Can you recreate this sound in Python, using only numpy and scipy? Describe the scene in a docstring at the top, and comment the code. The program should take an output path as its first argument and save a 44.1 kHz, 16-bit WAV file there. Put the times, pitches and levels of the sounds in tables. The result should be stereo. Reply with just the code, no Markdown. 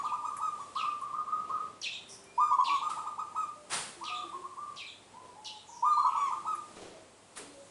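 """Zebra doves under a porch

Zebra doves coo in quick trilled phrases from cages under a reverberant porch: near-pure tones scoop up,
hold and sag, and after a pause a slower, steadier note opens the phrase. Sparrows chirp and whistle
among them as fluttering tones, often on two voices at once. Swishes, soft bumps and ticks are short
shaped noise; faint far hoots are plain wavering tones. Coloured noise and a hum make the outdoor hush."""
import sys
import numpy as np
from scipy import signal
from scipy.fft import rfft, irfft, next_fast_len
from scipy.io import wavfile
from scipy.ndimage import map_coordinates

SR = 44100
rng = np.random.default_rng(int(sys.argv[2]) if len(sys.argv) > 2 else 0)


def master_out(mix):
    """Clip the mix to full scale and print it as 16-bit PCM to the path in sys.argv[1]."""
    frames = np.transpose(np.atleast_2d(mix))
    ceiling = np.clip(frames, -1, 1)
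    pcm = np.round(ceiling * 32767).astype(np.int16)
    wavfile.write(sys.argv[1], SR, pcm)


N = 339983  # samples

# far street noise and treble hiss together: pitch_hz, density_db (per Hz, relative)
HUSH_SPECTRUM = [(20, -46), (40, -13), (60, -11.5), (100, -9), (180, -3.5), (330, -4), (600, -3.5),
                 (1000, -4), (1600, -10), (3500, -8), (6000, -7.5), (8000, -2), (10000, -5), (11000, -11)]
# slow swell of the far street's rumble, before STREET_GAIN_DB: time_s, level_db
STREET_SWELL = [(0.0, -60), (3.63, -59), (3.71, -58), (5.78, -64), (6.4, -57), (6.91, -60.5), (7.17, -61),
                (7.71, -62.5)]
# slow swell of the treble hiss, before HISS_GAIN_DB: time_s, level_db
HISS_SWELL = [(0.0, -66), (0.73, -62), (1.24, -72.5), (2.94, -67), (3.35, -68), (3.8, -63), (5.17, -68),
              (6.74, -62), (6.96, -69.5), (7.71, -61.5)]
STREET_GAIN_DB = 3  # the whole street noise over its rumble
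HISS_GAIN_DB = 0.36  # the whole hiss over its treble

# notes of the near dove: start_s, length_s, top_hz, level_db (before fades and accents)
NEAR_COOS = [(-.03, 0.044, 1171, -30.5), (.03, 0.039, 1276, -30.5), (.114, 0.0343, 1295, -27.5),
             (.23, .058, 1288, -30.5), (.397, 0.099, 1301, -31), (.582, 0.056, 1192, -38.5),
             (2.374, 0.11, 1222, -26.5), (2.505, 0.048, 1165, -25), (2.58, .04, 1140, -21.5),
             (2.675, .105, 1160, -27.5), (2.808, 0.073, 1276, -30.5), (2.885, .036, 1350, -33.5),
             (2.965, 0.038, 1296, -31.5), (3.053, 0.033, 1296, -32), (3.174, 0.046, 1294, -31),
             (3.345, .1, 1308, -32), (5.821, 0.13, 1221, -26.5), (5.966, 0.043, 1164, -26),
             (6.041, 0.041, 1150, -22), (6.144, .15, 1168, -28.3), (6.302, 0.034, 1300, -29.5),
             (6.448, 0.097, 1304, -31)]
# notes of doves in cages farther off: start_s, length_s, top_hz, level_db (before fades and accents)
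FAR_COOS_HEARD = [(.14, 0.095, 972, -41), (.3, .12, 1180, -38.5), (.75, 0.075, 1283, -30),
                  (.832, 0.075, 1231, -30.5), (1.008, 0.064, 1214, -33), (1.125, 0.089, 1254, -32),
                  (1.266, .13, 1265, -32.5), (1.49, 0.11, 1267, -32), (4.005, 0.264, 1234, -38.5),
                  (4.322, 0.055, 1123, -35.5), (4.432, 0.044, 1170, -35.5), (4.563, .13, 1192, -38.5),
                  (5.13, 0.22, 1014, -49), (5.34, 0.26, 871, -54), (5.675, 0.12, 961, -46.5),
                  (6.02, 0.055, 1327, -28), (6.08, 0.12, 1313, -37)]
# a coo's weak overtones, before each dove's trim: multiple_of_pitch, level_db (against the fundamental)
COO_OVERTONES = [(2, -33), (3, -34.5), (4, -40), (5, -37.5), (6, -31.5), (7, -40.5), (8, -45.5), (9, -42.5)]
# drawn-out first note of a phrase: scoop_s, sag_per_s, low_register_accent_db, scoop_jitter (share of pitch)
OPENING_NOTE = (.027, 0.692, 3.3, 0.0044)
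# change per dB of force: start_hz, scoop_s, low_register_accent_db, overtones_db
FORCE_PER_DB = (15.5, .0006, 0.64, -0.73)
PAUSE_S = .5  # a longer gap between note starts opens a new phrase
REST_HZ = 792  # the pitch sags toward this as the air runs out
SCOOP_JITTER = 0.032  # raggedness of a quick note's pitch until it arrives, as a share of the pitch

# resonances of the corner where the cage hangs: centre_hz, width_hz, level_db
NOOK_RESONANCES = [(1024, 21, -9), (1197, 34, -3)]
# echoes off the near walls, before the echo trim: delay_s, strength (gain), side (-1..1)
WALL_ECHOES = [(.0043, 0.046, 0.42), (0.014, 0.28, -0.58), (0.0222, 0.1, .3), (0.026, 0.16, -.3),
               (0.04, .09, .2)]
# time for the porch's diffuse tail to drop 60 dB: pitch_hz, t60_s
PORCH_DECAY = [(200, 1), (1100, 0.5), (3500, 0.46), (10000, 0.46)]

# two-part sparrow chirps: start_s, fall_length_s, fall_level_db, closing_level_db
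SPARROW_CHIRPS = [(0.031, 0.16, -55.5, -74), (0.75, .12, -42.5, -68), (1.814, 0.076, -36, -39.5),
                  (2.638, 0.083, -38, -42), (4.036, 0.11, -42.5, -40.5), (4.758, 0.13, -44.5, -44),
                  (5.443, .056, -42.5, -51)]
# both sides of the syrinx in a falling syllable, levels against the syllable's:
# time_s (into the chirp), upper_hz, upper_db, lower_hz, lower_db
CHIRP_FALL = [(0, 6480, 2, 2260, -16), (.01, 4600, -8.5, 2900, -11), (0.017, 4180, -1, 3330, -7.5),
              (0.033, 3970, -3, 3290, 0.5), (.047, 3610, -7.5, 2758, 1), (.062, 3500, -12, 2496, 4.5),
              (.088, 3400, -48, 2470, -8.5)]
# other small-bird calls: start_s, length_s, start_hz, end_hz, level_db, roughness (share of pitch)
SMALL_BIRD_CALLS = [(2.081, 0.082, 5760, 5420, -51, 0.072), (2.074, 0.08, 8970, 8900, -55.5, 0.12),
                    (2.249, 0.2, 2336, 2523, -62, 0.013), (2.331, 0.2, 5030, 4940, -66, 0.011),
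                    (5.444, 0.037, 5870, 5170, -46, 0.076), (5.45, 0.076, 2900, 3100, -49, 0.019),
                    (5.663, .15, 6840, 5390, -56, 0.079), (5.905, 0.15, 4078, 4230, -53, 0.0013),
                    (6.073, 0.24, 2810, 2190, -56.5, 0.145)]

# soft swishes: start_s, level_db, rise_s
SWISH_EVENTS = [(2.89, -46, 0.011), (3.694, -30.5, 0.045), (7.352, -45, .02)]
# swish colour: pitch_hz, density_db (per Hz, relative)
SWISH_SPECTRUM = [(60, -25), (150, -12), (300, -18.5), (600, -11.5), (850, -6.5), (1250, -6), (2200, -10.5),
                  (3000, -9.5), (4500, -11), (6300, -14.5), (9000, -8.5), (10200, -12), (11000, -21.5)]
# soft bumps: start_s, level_db, rise_s
BUMP_EVENTS = [(1.475, -53.5, 0.018), (1.58, -56, 0.06), (5.2, -56.5, 0.058), (6.752, -47, 0.017),
               (6.81, -47.5, 0.0101), (7.37, -50, 0.02)]
# bump colour: pitch_hz, density_db (per Hz, relative)
BUMP_SPECTRUM = [(100, -19), (250, -14), (380, -3.5), (550, -6.5), (800, -15), (1600, -21.5), (4000, -23.5),
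                 (11000, -32)]
# ticks: start_s, level_db, rise_s
TICK_EVENTS = [(.367, -38, 0.00061), (1.01, -49.5, .002), (2.238, -51, 0.002), (2.364, -57, 0.0013),
               (6.548, -44.5, 0.0042), (7.372, -34.5, 0.0023)]
# tick colour: pitch_hz, density_db (per Hz, relative)
TICK_SPECTRUM = [(500, -5), (1800, 4), (4000, -22), (8000, -2), (10500, 2.5)]

# faint far hoots, before the porch: start_s, length_s, pitch_hz, level_db
FAR_HOOTS = [(2.052, 0.424, 393, -64), (2.679, 0.078, 319.5, -57.5), (3.549, 0.12, 599, -55),
             (3.963, 0.11, 340, -55.5), (4.091, 0.17, 728, -50), (4.233, 0.054, 341, -49.5),
             (4.335, 0.086, 364.5, -52.5), (6.232, 0.42, 346.2, -63.5), (6.939, 0.054, 640, -52.5),
             (7.407, 0.14, 285, -58.5), (7.534, 0.11, 553, -55)]

# phase lead of the left microphone port over the right: pitch_hz, lead_rad
LEFT_PORT_LEAD = [(0, 0.1), (780, 0.75), (7670, 0.18), (10100, 0.66), (10700, 0.99)]
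TOP_HZ = 11100  # upper band limit


def amp(db):
    """Decibels to gain."""
    return 10 ** (np.asarray(db) / 20)


def unit(x):
    """Scale to rms 1."""
    return x / np.sqrt(np.mean(x ** 2) + 1e-20)


def along(points, hz):
    """Read a curve of (Hz, value) points on a log frequency axis."""
    f, v = np.transpose(points)
    return np.interp(np.log(hz + 1), np.log(f + 1), v)


def clock(length_s):
    """Sample times of a stretch of sound."""
    return np.arange(int(max(length_s, .01) * SR)) / SR


def wobble(t, rate):
    """A smooth random curve, rate knots a second."""
    return map_coordinates(rng.standard_normal(4096), [t * rate], mode="wrap")


def filtered(x, response):
    """Shape x by a response given as a function of frequency."""
    n = x.shape[-1]
    padded = next_fast_len(n + 8192)
    spectrum = rfft(x, padded) * response(np.fft.rfftfreq(padded, 1 / SR))
    return irfft(spectrum, padded)[..., :n]


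def add(track, start_s, sound):
    """Mix a sound into a track, trimming what falls outside it."""
    start = round(start_s * SR)
    sound = sound[..., max(-start, 0):N - start]
    first = max(start, 0)
    track[..., first:first + sound.shape[-1]] += sound


def spread(pair, side_db):
    """Two unrelated signals as the middle and the sides of a stereo image."""
    middle, side = pair
    return middle + amp(side_db) * np.array([side, -side])


def noise(spectrum, n, side_db):
    """Coloured stereo noise of rms 1."""
    pair = filtered(rng.standard_normal((2, n)), lambda hz: amp(along(spectrum, hz)))
    return unit(spread(pair, side_db))


def gate(t, rise_s, fall_s):
    """A note's smooth opening and closing."""
    opening = np.sin(np.pi / 2 * np.clip(t / rise_s, 0, 1)) ** 2
    closing = np.sin(np.pi / 2 * np.clip((t[-1] - t) / fall_s, 0, 1)) ** 2
    return opening * closing


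def tone(hz, overtones=()):
    """A sine of rms 1 on a pitch track, with weak overtones on top."""
    phase = 2 * np.pi * np.cumsum(hz) / SR
    upper = sum(amp(db) * np.sin(round(k) * phase) for k, db in overtones)
    return np.sqrt(2) * (np.sin(phase) + upper)


def hush():
    """Far street noise, a thin high hiss and a faint mains hum."""
    t = np.arange(N) / SR
    air = noise(HUSH_SPECTRUM, N, side_db=-8)

    def low_share(hz):
        """Gentle split of the air into street and hiss around 2500 Hz."""
        return 1 / (1 + (hz / 2500) ** 2)

    street_db = STREET_GAIN_DB + np.interp(t, *np.transpose(STREET_SWELL)) + 1.247 * wobble(t, 7)
    street = unit(filtered(air, low_share)) * amp(street_db)
    hiss_db = np.interp(t, *np.transpose(HISS_SWELL)) + HISS_GAIN_DB + 0.45 * wobble(t, 13)
    hiss = unit(filtered(air, lambda hz: 1 - low_share(hz))) * amp(hiss_db)
    hum = amp(-74.5) * tone(100 + 0.36 * wobble(t, 2.7))
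    return street + hiss + hum


def doves(notes, start_hz, scoop_s, sag_per_s, overtone_db, rise_s, fall_s, fade_db, flutter, low_db, break_db):
    """Each coo starts in a low register, breaks upward as pressure builds, then sags as the air runs out."""
    out = np.zeros(N)
    starts, _, _, levels = np.transpose(notes)
    gaps = np.diff(starts, prepend=starts[0])
    for (start_s, length_s, top_hz, note_db), gap in zip(notes, gaps):
        t = clock(length_s)
        progress = t / t[-1]
        # forceful notes start higher, lean on the low register and are purer; soft ones slip through it
        force_db = np.clip(note_db - levels.mean(), -4, 4)
        lift_hz, linger_s, accent_db, colour_db = np.multiply(FORCE_PER_DB, force_db)
        if gap > PAUSE_S:
            scoop, sag, opening_db, jitter = OPENING_NOTE
        else:
            scoop, sag, opening_db, jitter = scoop_s + linger_s, sag_per_s, 0, SCOOP_JITTER
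        low = np.exp(-(t / scoop) ** 4.17)  # share of the low register
        low_hz = min(start_hz + lift_hz, .86 * top_hz) * (1 + 2.4 * t)
        sag_hz = (top_hz - REST_HZ) * sag * length_s * progress ** 2.484
        approach = 1 - 0.117 * np.exp(-t / 0.01587)  # the high register eases up to its pitch
        high_hz = (top_hz - sag_hz) * approach
        unsteady = 1 + flutter * wobble(t, 157.4) + jitter * low * wobble(t, 405)
        hz = (low * low_hz + (1 - low) * high_hz) * unsteady
        # overtones appear once the pitch has arrived
        trim_db = overtone_db + colour_db
        overtones = [(k, db + trim_db + 2 * rng.normal() - 20 * low) for k, db in COO_OVERTONES]
        voice = tone(hz, overtones)
        # the voice weakens during the break between registers
        level = note_db + fade_db * progress + (low_db + accent_db + opening_db) * low
        level = level + break_db * np.sin(np.pi * low)
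        level = level + 1.35 * wobble(t, 95.8) + 0.45 * wobble(t, 796.4)
        add(out, start_s, voice * gate(t, rise_s, fall_s) * amp(level))
    return out


def nook(x):
    """The scoops sweep through the corner's resonances and leave them ringing."""
    def response(hz):
        """Direct sound plus one band-pass ring per resonance."""
        return 1 + sum(amp(db) * 1j * hz * width / (centre * centre - hz * hz + 1j * hz * width)
                       for centre, width, db in NOOK_RESONANCES)
    return filtered(x, response)


def porch(x, tail_db, echo_db):
    """Direct sound, echoes off the near walls and a diffuse tail whose decay depends on frequency."""
    hz, t, bins = signal.stft(rng.standard_normal((2, int(.7 * SR))), SR, nperseg=256)
    decay = amp(-60 * t / along(PORCH_DECAY, hz)[:, None])
    tail = signal.istft(bins * decay, SR, nperseg=256)[1]
    build_up = np.minimum(np.arange(tail.shape[1]) / SR / .012, 1)  # over 12 ms
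    tail = spread(tail * build_up, side_db=-12)
    response = amp(tail_db) * tail / np.linalg.norm(tail[0])
    response[:, 0] += 1  # direct sound
    for delay_s, strength, side in WALL_ECHOES:
        response[:, round(delay_s * SR)] += strength * amp(echo_db) * np.array([1 + side, 1 - side])
    response = response / np.linalg.norm(response[0])
    return signal.fftconvolve(x[None], response, axes=1)[:, :N]


def rasp(hz, t, rough):
    """A small bird's whistle, roughened by fast flutter of pitch and strength."""
    whistle = tone(hz * (1 + rough * wobble(t, 1500)), [(2, -16.0)])
    return whistle * amp(34.0 * rough * wobble(t, 500))


def sparrows():
    """A chirp is a harsh steep fall sung by both sides of the syrinx, then a short closing syllable."""
    out = np.zeros(N)
    times, *shape = np.transpose(CHIRP_FALL)
    for start_s, length_s, fall_db, close_db in SPARROW_CHIRPS:
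        t = clock(length_s)
        upper_hz, upper_db, lower_hz, lower_db = [np.interp(t, times, column) for column in shape]
        harsh = .034 + .14 * amp(-480 * t)  # roughest at the onset
        voices = 0
        for hz, db in [(upper_hz, upper_db), (lower_hz, lower_db)]:
            wavering_hz = hz * (1 + 0.0352 * wobble(t, 131.9))
            voices = voices + amp(db) * rasp(wavering_hz, t, harsh)
        add(out, start_s, amp(fall_db) * voices * gate(t, 0.0055, 0.022))
        t = clock(0.08)
        closing_hz = 3900 - 7000 * t + 200 * wobble(t, 196.1)
        closing = rasp(closing_hz, t, rough=0.054) * gate(t, 0.016, 0.069)
        add(out, start_s + 0.1, amp(close_db) * closing)
    for start_s, length_s, start_hz, end_hz, db, rough in SMALL_BIRD_CALLS:
        t = clock(length_s)
        call = rasp(np.linspace(start_hz, end_hz, len(t)), t, rough)
        add(out, start_s, amp(db) * call * gate(t, 0.017, 0.014))
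    return out


def bursts(events, spectrum, t60_s):
    """Noisy strokes that swell and die away: a linear rise, then an exponential decay."""
    out, t = np.zeros((2, N)), clock(0.95)
    for start_s, db, rise_s in events:
        decay_db = -60 * np.maximum(t - rise_s, 0) / t60_s
        shape = np.minimum(t / rise_s, 1) * amp(db + decay_db)
        add(out, start_s, shape * noise(spectrum, len(t), side_db=-12))
    return out


def hoots():
    """Soft, slightly wavering low tones from far away."""
    out = np.zeros(N)
    for start_s, length_s, hz, db in FAR_HOOTS:
        t = clock(length_s)
        add(out, start_s, amp(db) * tone(hz + 5 * wobble(t, 50)) * gate(t, 0.013, 0.011))
    return out


def scene():
    """The near dove and farther birds in one porch, with small noises, over the hush."""
    near = nook(doves(NEAR_COOS, start_hz=880.7, scoop_s=.018, sag_per_s=2.7, overtone_db=4.0,
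                      rise_s=0.016, fall_s=0.0071, fade_db=-1.5, flutter=0.0063, low_db=3.5, break_db=-3))
    far = doves(FAR_COOS_HEARD, start_hz=950, scoop_s=0.01643, sag_per_s=1.57, overtone_db=-8.5,
                rise_s=0.018, fall_s=0.013, fade_db=-4.0, flutter=0.017, low_db=2, break_db=-2.0)
    # left and right trims in dB place each voice in the stereo image
    birds = porch(near, tail_db=-1.5, echo_db=2.0) * amp([[-.5], [-1.1]])
    birds = birds + porch(far, tail_db=2, echo_db=-2.0) * amp([[-.6], [1.1]])
    birds = birds + porch(sparrows(), tail_db=1.0, echo_db=2.0) * amp([[-.6], [.6]])
    birds = birds + porch(hoots(), tail_db=-7.5, echo_db=-19)
    swishes = bursts(SWISH_EVENTS, SWISH_SPECTRUM, t60_s=0.58)
    bumps = bursts(BUMP_EVENTS, BUMP_SPECTRUM, t60_s=1.0)
    ticks = bursts(TICK_EVENTS, TICK_SPECTRUM, t60_s=0.14)
    return birds + swishes + bumps + ticks + hush()


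def record(dry):
    """Sound reaches the left microphone port a little early; nothing passes above the band limit."""
    def port_phase(hz):
        """Half the lead forward on the left, half back on the right."""
        lead_rad = np.interp(hz, *np.transpose(LEFT_PORT_LEAD))
        return np.exp(.5j * lead_rad * np.array([[1], [-1]]))
    ports = filtered(dry, port_phase)
    return filtered(ports, lambda hz: hz < TOP_HZ)


dry = scene()
out = record(dry)
master_out(out)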